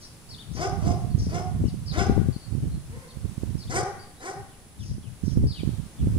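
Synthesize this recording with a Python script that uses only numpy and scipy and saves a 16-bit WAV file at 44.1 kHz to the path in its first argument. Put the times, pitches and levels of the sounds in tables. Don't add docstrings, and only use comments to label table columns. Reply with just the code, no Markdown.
import sys
import numpy as np
from scipy import signal
from scipy.fft import rfft, irfft
from scipy.io import wavfile
from scipy.ndimage import uniform_filter1d, map_coordinates

SR = 44100
rng = np.random.default_rng(int(sys.argv[2]) if len(sys.argv) > 2 else 0)


def to_wav(s):
    ch = np.atleast_2d(s).T
    pcm = np.round(np.clip(ch, -1, 1) * 32767)
    wavfile.write(sys.argv[1], SR, pcm.astype(np.int16))


N = 272538
TIME = np.arange(N) / SR
FREQ = np.fft.rfftfreq(N, 1 / SR)


def undb(db):
    return 10 ** (np.asarray(db) / 20)


def unit_rms(x):
    return x / np.sqrt(np.mean(x ** 2) + 1e-18)


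def curves(table, at):
    first, *columns = np.transpose(table)
    return [np.interp(at, first, column) for column in columns]


def spectrum(table, hz):
    points_hz, db = np.transpose(table)
    return undb(np.interp(np.log(hz + 1e-3), np.log(points_hz), db))


def colour(x, table):
    size = x.shape[-1]
    return irfft(rfft(x) * spectrum(table, np.fft.rfftfreq(size, 1 / SR)), size)


def wander(size, rate_hz):
    at = np.arange(size) / SR * rate_hz
    return map_coordinates(rng.standard_normal(4096), [at], order=3, mode="wrap")


def jittered_phase(hz, size, jitter, rate_hz):
    return 2 * np.pi * np.cumsum(hz * (1 + jitter * wander(size, rate_hz))) / SR


def add(track, start_s, x):
    start = max(int(start_s * SR), 0)
    part = track[..., start:start + x.shape[-1]]
    part += x[..., :part.shape[-1]]


def ports(x, left_lag_s):
    left = irfft(rfft(x) * np.exp(-2j * np.pi * FREQ * left_lag_s), N)
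    return np.array([left, x])


def balance(pair, table):
    tilt = np.sqrt(spectrum(table, FREQ))
    return irfft(rfft(pair) * np.array([tilt, 1 / tilt]), N)


# freq_hz, gain_db
AIR_SPECTRUM = [(40, -1), (150, -1.5), (350, -7), (500, -10), (700, -10.5), (1400, -12.5), (3000, -14),
                (6500, -15), (8600, -15), (9600, -21), (11000, -19.5), (12000, -22.5), (15500, -21.5)]
# time_s, level_db
AIR_LEVEL = [(0, -48.5), (.6, -49), (2.4, -48), (3.3, -48), (4.1, -50), (4.6, -51.5), (5.2, -50),
             (6.18, -46.5)]
# freq_hz, left_minus_right_db
AIR_BALANCE = [(300, 0), (1300, 3.5), (4400, 3.5), (6600, 6), (8300, -13), (10500, -15.5), (12000, 0.5),
               (15000, -1)]
# freq_hz, left_db, right_db
WHINE = [(8000, -86, -76), (10000, -74, -59)]


def background(flicker_db=.7):
    level_db, = curves(AIR_LEVEL, TIME)
    common = colour(rng.standard_normal(N), [(200, 8), (600, 2), (1300, -2.5), (3000, -12.5)])
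    wash = unit_rms(colour(rng.standard_normal((2, N)) + common, AIR_SPECTRUM))
    wash *= undb(level_db + flicker_db * wander(N, 6))
    whine = sum(undb([[left_db], [right_db]]) * np.sqrt(2) * np.sin(2 * np.pi * hz * TIME)
                for hz, left_db, right_db in WHINE)
    return balance(wash, AIR_BALANCE) + whine


# delay_s, length_s, start_ratio, mid_ratio, end_ratio, gain_db, second_voice_gain
CHIRRUP_SYLLABLES = [(0, .018, 1.02, 1.18, 1.32, -1, .2), (.012, .056, 1, 1, .74, 1.5, 1),
                     (.09, .058, .6, .85, .58, -2, .3)]
# start_s, pitch_hz, level_db, second_voice_gain
CHIRRUPS = [(0.288, 4400, -43, .3), (1.859, 4420, -43, .9), (3.578, 4430, -49, 0.86),
            (5.467, 4420, -45, 0.8)]
# start_s, length_s, start_hz, level_db
SLURS = [(0.01, .036, 5120, -51), (1.66, .044, 6160, -48), (3.094, 0.043, 3970, -58),
         (4.489, .083, 3700, -62), (4.784, 0.066, 3860, -54), (5.023, 0.065, 3500, -57),
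         (5.28, .05, 4000, -58), (5.529, 0.027, 4800, -39.5), (5.538, 0.071, 3410, -47),
         (5.586, 0.043, 3690, -51), (5.978, 0.053, 3580, -55.5)]
# start_s, mid_hz, ends_ratio, level_db
PEEPS = [(1.095, 4520, 0.94, -54), (1.644, 2990, .88, -56.5), (2.322, 4340, 1.12, -48.5),
         (2.41, 4490, 0.95, -52.5), (2.711, 4230, .95, -57), (3.079, 4410, 1.03, -51),
         (3.984, 4750, 0.89, -53), (4.17, 3880, 1, -57)]


def syllables(slur_ref_hz=3703, slur_octaves_per_s=11, slur_mid_ratio=1.06, peep_s=.051):
    for start_s, hz, db, second_gain in CHIRRUPS:
        for delay_s, length_s, *ratios, part_db, part_second in CHIRRUP_SYLLABLES:
            pitches_hz = hz * np.array(ratios)
            yield start_s + delay_s, length_s, pitches_hz, db + part_db, second_gain * part_second
    for start_s, length_s, hz, db in SLURS:
        octaves = slur_octaves_per_s * length_s * (hz / slur_ref_hz) ** 1.25
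        pitches_hz = np.linspace(hz, hz / 2 ** octaves, 3) * [1, slur_mid_ratio, 1]
        yield start_s, length_s, pitches_hz, db, .15
    for start_s, hz, ends_ratio, db in PEEPS:
        yield start_s, peep_s, hz * np.array([ends_ratio, 1, ends_ratio]), db, .1


# start_s, length_s, pitch_hz, level_db
CHATTER = [(0.0, 0.072, 5500, -46.5), (0.495, 0.22, 5650, -43.5), (1.159, 0.13, 5550, -44),
           (4.772, .19, 5530, -48), (5.218, .15, 5520, -49)]


def sparrows(second_ratio=1.095, flutter_db=2.5, wall_s=.015, wall_db=-8, yard_db=-5, right_db=-4.5):
    dry = np.zeros(N)
    for start_s, length_s, pitches_hz, db, second_gain in syllables():
        size = int(length_s * SR)
        glide_hz = np.polyval(np.polyfit([0, .5, 1], pitches_hz, 2), np.linspace(0, 1, size))
        for ratio, gain in ((1, 1), (second_ratio, second_gain)):
            whistle = np.sin(jittered_phase(glide_hz * ratio, size, jitter=.025, rate_hz=716))
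            envelope = signal.windows.tukey(size, .3) * undb(db + flutter_db * wander(size, 161))
            add(dry, start_s, gain * whistle * envelope)
    for start_s, length_s, hz, db in CHATTER:
        size = int(length_s * SR)
        buzz = np.sin(jittered_phase(hz, size, jitter=.113, rate_hz=2200))
        envelope = signal.windows.tukey(size, .7) * undb(db + flutter_db * wander(size, 116.5))
        add(dry, start_s, buzz * envelope)
    direct = ports(dry, left_lag_s=.00028)
    wall = np.roll(ports(dry, left_lag_s=-.000386), int(wall_s * SR), axis=1)
    return (direct + undb(wall_db) * wall + undb(yard_db) * yard(dry)) * undb([[0], [right_db]])


# band_hz, t60_s, gain_db
YARD_BANDS = [(304, 0.57, 2.5), (835, .7, 7), (1380, 0.72, 6.5), (2310, 0.82, -1.5), (4140, 1, 1.5),
              (4970, 0.38, 5), (5740, 0.51, 1), (7700, 0.092, -21), (14250, 0.49, -8)]


def yard(x, coherence_hz=900, build_s=.008):
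    t = TIME[:SR]
    hz = np.fft.rfftfreq(SR, 1 / SR)
    band_hz, t60_s, gain_db = np.transpose(YARD_BANDS)
    coherence = np.exp(-(hz / coherence_hz) ** 2 / 2)
    mid, side = rfft(rng.standard_normal((2, SR))) * np.sqrt([1 + coherence, 1 - coherence])
    tail = 0
    for k, selector in enumerate(np.eye(len(band_hz))):
        band_gain = np.interp(np.log(hz + 1), np.log(band_hz), selector)
        band = irfft(np.array([mid + side, mid - side]) * band_gain, SR)
        fade = undb(-60 * t / t60_s[k]) * (1 - np.exp(-t / build_s))
        tail = tail + undb(gain_db[k]) * band * fade / np.sqrt(2 * np.sum(fade ** 2))
    return signal.fftconvolve(x[None], tail, axes=1)[:, :N]


# start_s, hold_s, left_db, right_db
GUSTS = [(0.30, 0.04, -56, -39.5), (0.489, 0.13, -28.5, -45.5), (0.673, 0.12, -45, -27),
         (0.827, 0.13, -31, -19.5), (0.967, 0.23, -33.5, -24.5), (1.195, 0.094, -25.5, -26),
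         (1.31, 0.14, -43, -27), (1.49, 0.14, -31, -23), (1.627, 0.053, -21.5, -31),
         (1.733, .21, -37, -25.5), (1.98, 0.042, -17.5, -38), (2.075, 0.045, -20.5, -22),
         (2.166, 0.13, -18, -30), (2.481, 0.11, -59, -25.5), (2.611, 0.16, -29.5, -26.5),
         (2.854, 0.12, -35, -40), (3.168, .14, -46, -28.5), (3.425, 0.16, -41, -27), (3.66, .16, -32, -33),
         (3.88, 0.14, -51, -43.5), (4.368, 0.055, -41, -43), (4.799, 0.12, -31, -40.5),
         (4.917, 0.055, -35, -28.5), (5.052, 0.077, -33, -53), (5.252, 0.11, -51, -22),
         (5.379, 0.092, -19.5, -17), (5.606, 0.13, -37, -25.5), (5.785, 0.015, -46, -20.5),
         (6.015, 0.088, -20.5, -21), (6.159, .03, -18.5, -16)]


def gusts(rise_db_per_s=589, fall_db_per_s=307, breeze_db=-55.5):
    power = undb(breeze_db) ** 2
    for start_s, hold_s, left_db, right_db in GUSTS:
        before_s = np.maximum(start_s - TIME, 0)
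        after_s = np.maximum(TIME - start_s - hold_s, 0)
        fade_db = np.minimum(rise_db_per_s * before_s + fall_db_per_s * after_s, 100)
        power = power + (undb([[left_db], [right_db]]) * undb(-fade_db)) ** 2
    return 10 * np.log10(power)


# freq_hz, gain_db
RUMBLE_SPECTRUM = [(12, -30), (30, -20.5), (65, 0.5), (110, 2), (160, -3.5), (250, -17), (400, -43.5),
                   (700, -54), (1500, -80)]
# freq_hz, gain_db
RUSH_SPECTRUM = [(60, -2), (130, -5), (220, -3.5), (400, -13.5), (650, -34), (1100, -42.5), (2500, -57.5)]


def wind_on_port(gust_db, rumble_db=-.5, rush_db=-30, rush_growth=1.98, lumpy_db=3.5):
    level_db = gust_db + lumpy_db * (wander(N, 55) - .3)
    layers = []
    for shape in (RUMBLE_SPECTRUM, RUSH_SPECTRUM):
        flow = unit_rms(colour(rng.standard_normal(N), shape))
        power = uniform_filter1d(np.abs(signal.hilbert(flow)) ** 2 / 2, size=900)
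        layers.append(flow / np.sqrt(power + .0078))
    rumble, rush = layers
    return undb(level_db + rumble_db) * rumble + undb(rush_db + rush_growth * (level_db + 20)) * rush


def small_eddies(gust_db, rate_per_s=9, over_wind_db=9.5, spread_db=.5, centre_hz=165, spread_oct=.25):
    count = rate_per_s * N // SR
    for port, wind_db in zip(("left", "right"), gust_db):
        for at, (strength, pitch) in zip(rng.integers(0, N, count), rng.standard_normal((count, 2))):
            level_db = wind_db[at] + over_wind_db + spread_db * strength
            yield at / SR, level_db, centre_hz * 2 ** (spread_oct * pitch), port


# time_s, level_db, centre_hz, port
HARD_EDDIES = [(0.552, -20, 199, "left"), (1.151, -2.5, 103, "right"), (1.269, -11, 212, "left"),
               (1.641, -6, 220, "left"), (1.683, -11.5, 149, "left"), (2.098, 0, 212, "left"),
               (2.179, -4.5, 292, "left"), (2.188, -8, 156, "left"), (2.217, -9, 190, "left"),
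               (2.288, -4, 180, "left"), (2.365, -13, 160, "left"), (2.552, -10, 170, "right"),
               (2.634, -9.5, 133, "left"), (3.381, -11.5, 132, "right"), (3.435, -10, 236, "right"),
               (3.555, -9.5, 153, "right"), (4.983, -19.5, 186, "left"), (5.238, -7.5, 145, "right"),
               (5.281, -3.5, 147, "right"), (5.374, -2.5, 193, "right"), (5.438, -10, 220, "left"),
               (5.635, -9.5, 230, "right"), (5.677, -4.5, 149, "right"), (5.692, -7.5, 164, "right"),
               (6.072, -6.5, 207, "right")]


def eddies(gust_db, gain_db=-2, skirt=1.876, snap_db=-13, snap_ratio=1.69, leak_db=-35):
    out = np.zeros((2, N))
    t = np.arange(-SR // 50, SR // 50) / SR
    slaps = HARD_EDDIES + list(small_eddies(gust_db))
    for (time_s, db, hz, port), skew_rad in zip(slaps, rng.uniform(-1.06, 1, len(slaps))):
        body, core = (np.real(1j * np.exp(1j * skew_rad) / (1 - 1j * np.pi * f * t / skirt) ** 4)
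                      for f in (hz, hz * snap_ratio))
        swing = body + undb(snap_db) * core
        swing = colour(swing, [(20, -22), (70, -2.5), (600, -2), (1000, 4.5), (2000, -38)])
        port_db = np.where([[port == "left"], [port == "right"]], 0, leak_db)
        add(out, time_s + t[0], undb(db + gain_db + port_db) * swing * np.hanning(len(t)))
    return out


def throat(x, resonances, freq_scale):
    f = (np.fft.rfftfreq(len(x), 1 / SR) + 1e-3) / freq_scale
    response = sum(undb(db) / (1 + 1j * (f * f - hz * hz) / (f * width_hz)) ** 2
                   for hz, width_hz, db in resonances)
    return irfft(rfft(x) * response, len(x))


BARK_PITCH = [(0, .55), (.18, .64), (.3, .76), (.42, .85), (.55, .92), (.68, .985), (.8, 1.0), (1, .93)]
# length_fraction, level_db, roughness_gain, treble_db
BARK_SHAPE = [(0, -22, 0.8, -7), (.15, -13.5, .5, 8), (.3, -4, 0, 1.5), (.45, 0, 0.31, 4.5),
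              (.65, -1.5, 0.04, 5.5), (.8, -3, 0.39, -10), (.9, -15.5, 0.15, -8), (1, -1, 0.65, -6)]


def bark(resonances, top_hz, arch_depth, length_s, gain_db, rasp_db, mouth_treble_db,
         shimmer=.28, subharmonic_db=-20, hiss_db=-6, rolloff_hz=2800):
    size = int(length_s * SR)
    course = np.arange(size) / size
    pitch_hz = top_hz * curves(BARK_PITCH, course)[0] ** arch_depth
    level_db, roughness, treble_db = curves(BARK_SHAPE, course)
    phase = jittered_phase(pitch_hz, size, jitter=.012, rate_hz=263.2)
    k = np.arange(1, 25)[:, None]
    spread_rad = np.pi * k * k / 10
    rolloff = np.sqrt(1 + (k * top_hz / rolloff_hz) ** 4)
    folds = np.sum(np.cos(k * phase - spread_rad) / rolloff, axis=0)
    folds *= 1 + shimmer * wander(size, 349.5) + 2 * undb(subharmonic_db) * np.cos(phase / 2)
    air = rng.standard_normal(SR)[:size] * (1 + 1.02 * np.cos(phase))
    hiss = colour(air, [(1500, -5), (2600, -17), (4500, -11), (9000, 3), (14000, -11)])
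    rasp = 5 * (roughness * air + undb(hiss_db) * hiss)
    source = (folds + undb(rasp_db) * rasp) * undb(level_db) * signal.windows.tukey(size, .1)
    treble = colour(source, [(700, -72), (1400, -1), (4000, -8.5)])
    source += (undb(treble_db + mouth_treble_db) - 1) * treble
    jaw = np.interp(course, [.28, .52], [0, 1])
    shut, wide = np.pad([source * (1 - jaw), source * jaw], ((0, 0), (0, SR // 20)))
    voice = undb(1) * throat(shut, resonances, freq_scale=.878)
    voice += throat(wide, resonances, freq_scale=.96)
    return undb(gain_db) * voice


# start_s, top_hz, arch_depth, length_s, gain_db, rasp_db, mouth_treble_db
FIRST_DOG_BARKS = [(0.551, 403.4, 0.94, 0.15, -27, 1, -4.5), (0.80, 357.4, 0.34, 0.15, -30.5, 2, -22),
                   (1.278, 371.4, .55, .15, -30.5, 0.5, -6.5), (1.915, 405, 0.89, 0.16, -26, -0.5, 0.5)]
SECOND_DOG_BARKS = [(3.690, 410.8, 0.99, .15, -27, -1.4, 1.4), (4.194, 406.6, 0.99, .15, -34.5, -3.5, 0.64)]
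# centre_hz, width_hz, gain_db
FIRST_DOG_THROAT = [(465, 282, -1), (736, 186, -1), (1124, 370, -9), (1506, 92, -6), (2180, 460, -11.5),
                    (2780, 330, -11.5), (3430, 540, -14), (5280, 220, -4.5), (5950, 460, -9),
                    (6600, 1020, -12), (7800, 290, -18), (11400, 4900, -37)]
SECOND_DOG_THROAT = [(489, 280, 2), (784, 230, 1), (1060, 290, -7.5), (1512, 117, -4.5), (1944, 200, -5.5),
                     (2240, 220, -7.5), (3500, 510, -15), (5000, 180, -9), (5430, 220, -5.5),
                     (6260, 1430, -7), (6700, 360, -22), (7420, 450, -5), (8140, 800, -12),
                     (11100, 600, -30)]
# delay_s, gain_db, left_lag_s
SHED_ECHOES = [(.028, -13.5, -0.018), (.062, -25, -0.025), (.092, -3, .0001), (.135, -18, -0.0071)]
# freq_hz, left_minus_right_db
BARK_BALANCE = [(300, 6.5), (750, -1), (1500, 1.5), (2300, 12), (3000, -8.5), (4000, 14.5), (4900, -2.5),
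                (6500, 10.5), (7300, -5.5), (8300, -15.5), (9600, -22), (11500, -21), (14000, -10)]
DOG_LEFT_LAG_S = .00024


def dogs(yard_db=-7):
    dry = np.zeros(N)
    for barks, resonances in ((FIRST_DOG_BARKS, FIRST_DOG_THROAT), (SECOND_DOG_BARKS, SECOND_DOG_THROAT)):
        for start_s, *call in barks:
            add(dry, start_s, bark(resonances, *call))
    out = ports(dry, DOG_LEFT_LAG_S)
    dull = colour(dry, [(400, -12), (650, -8), (810, 3.5), (1200, -20), (2500, -17.5),
                        (6000, -16), (12000, -15)])
    for delay_s, gain_db, left_lag_s in SHED_ECHOES:
        add(out, delay_s, undb(gain_db) * ports(dull, left_lag_s))
    return balance(out + undb(yard_db) * yard(dry), BARK_BALANCE)


# time_s, pitch_hz, level_db
YELP = [(2.90, 424.4, -75), (2.925, 446.3, -54), (2.96, 521.6, -54), (3.01, 549, -68), (3.05, 514, -50.5),
        (3.07, 473, -78)]


def far_dog(harmonics_db=(5, -3, -11, -3), yard_db=-3):
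    pitch_hz, level_db = curves(YELP, TIME)
    phase = jittered_phase(pitch_hz, N, jitter=.012, rate_hz=150)
    voice = sum(undb(db) * np.sin(k * phase) for k, db in enumerate(harmonics_db, 1))
    sounding = (TIME > YELP[0][0]) & (TIME < YELP[-1][0])
    dry = voice * undb(level_db) * sounding
    return ports(dry, DOG_LEFT_LAG_S) + undb(yard_db) * yard(dry)


def scene():
    gust_db = gusts()
    wind = np.array([wind_on_port(port_db) for port_db in gust_db])
    return dogs() + far_dog() + sparrows() + wind + eddies(gust_db) + background()


def record(dry):
    cutoff_hz = 15550
    return signal.sosfilt(signal.ellip(10, .2, 80, cutoff_hz, fs=SR, output="sos"), dry)


dry = scene()
out = record(dry)
to_wav(out)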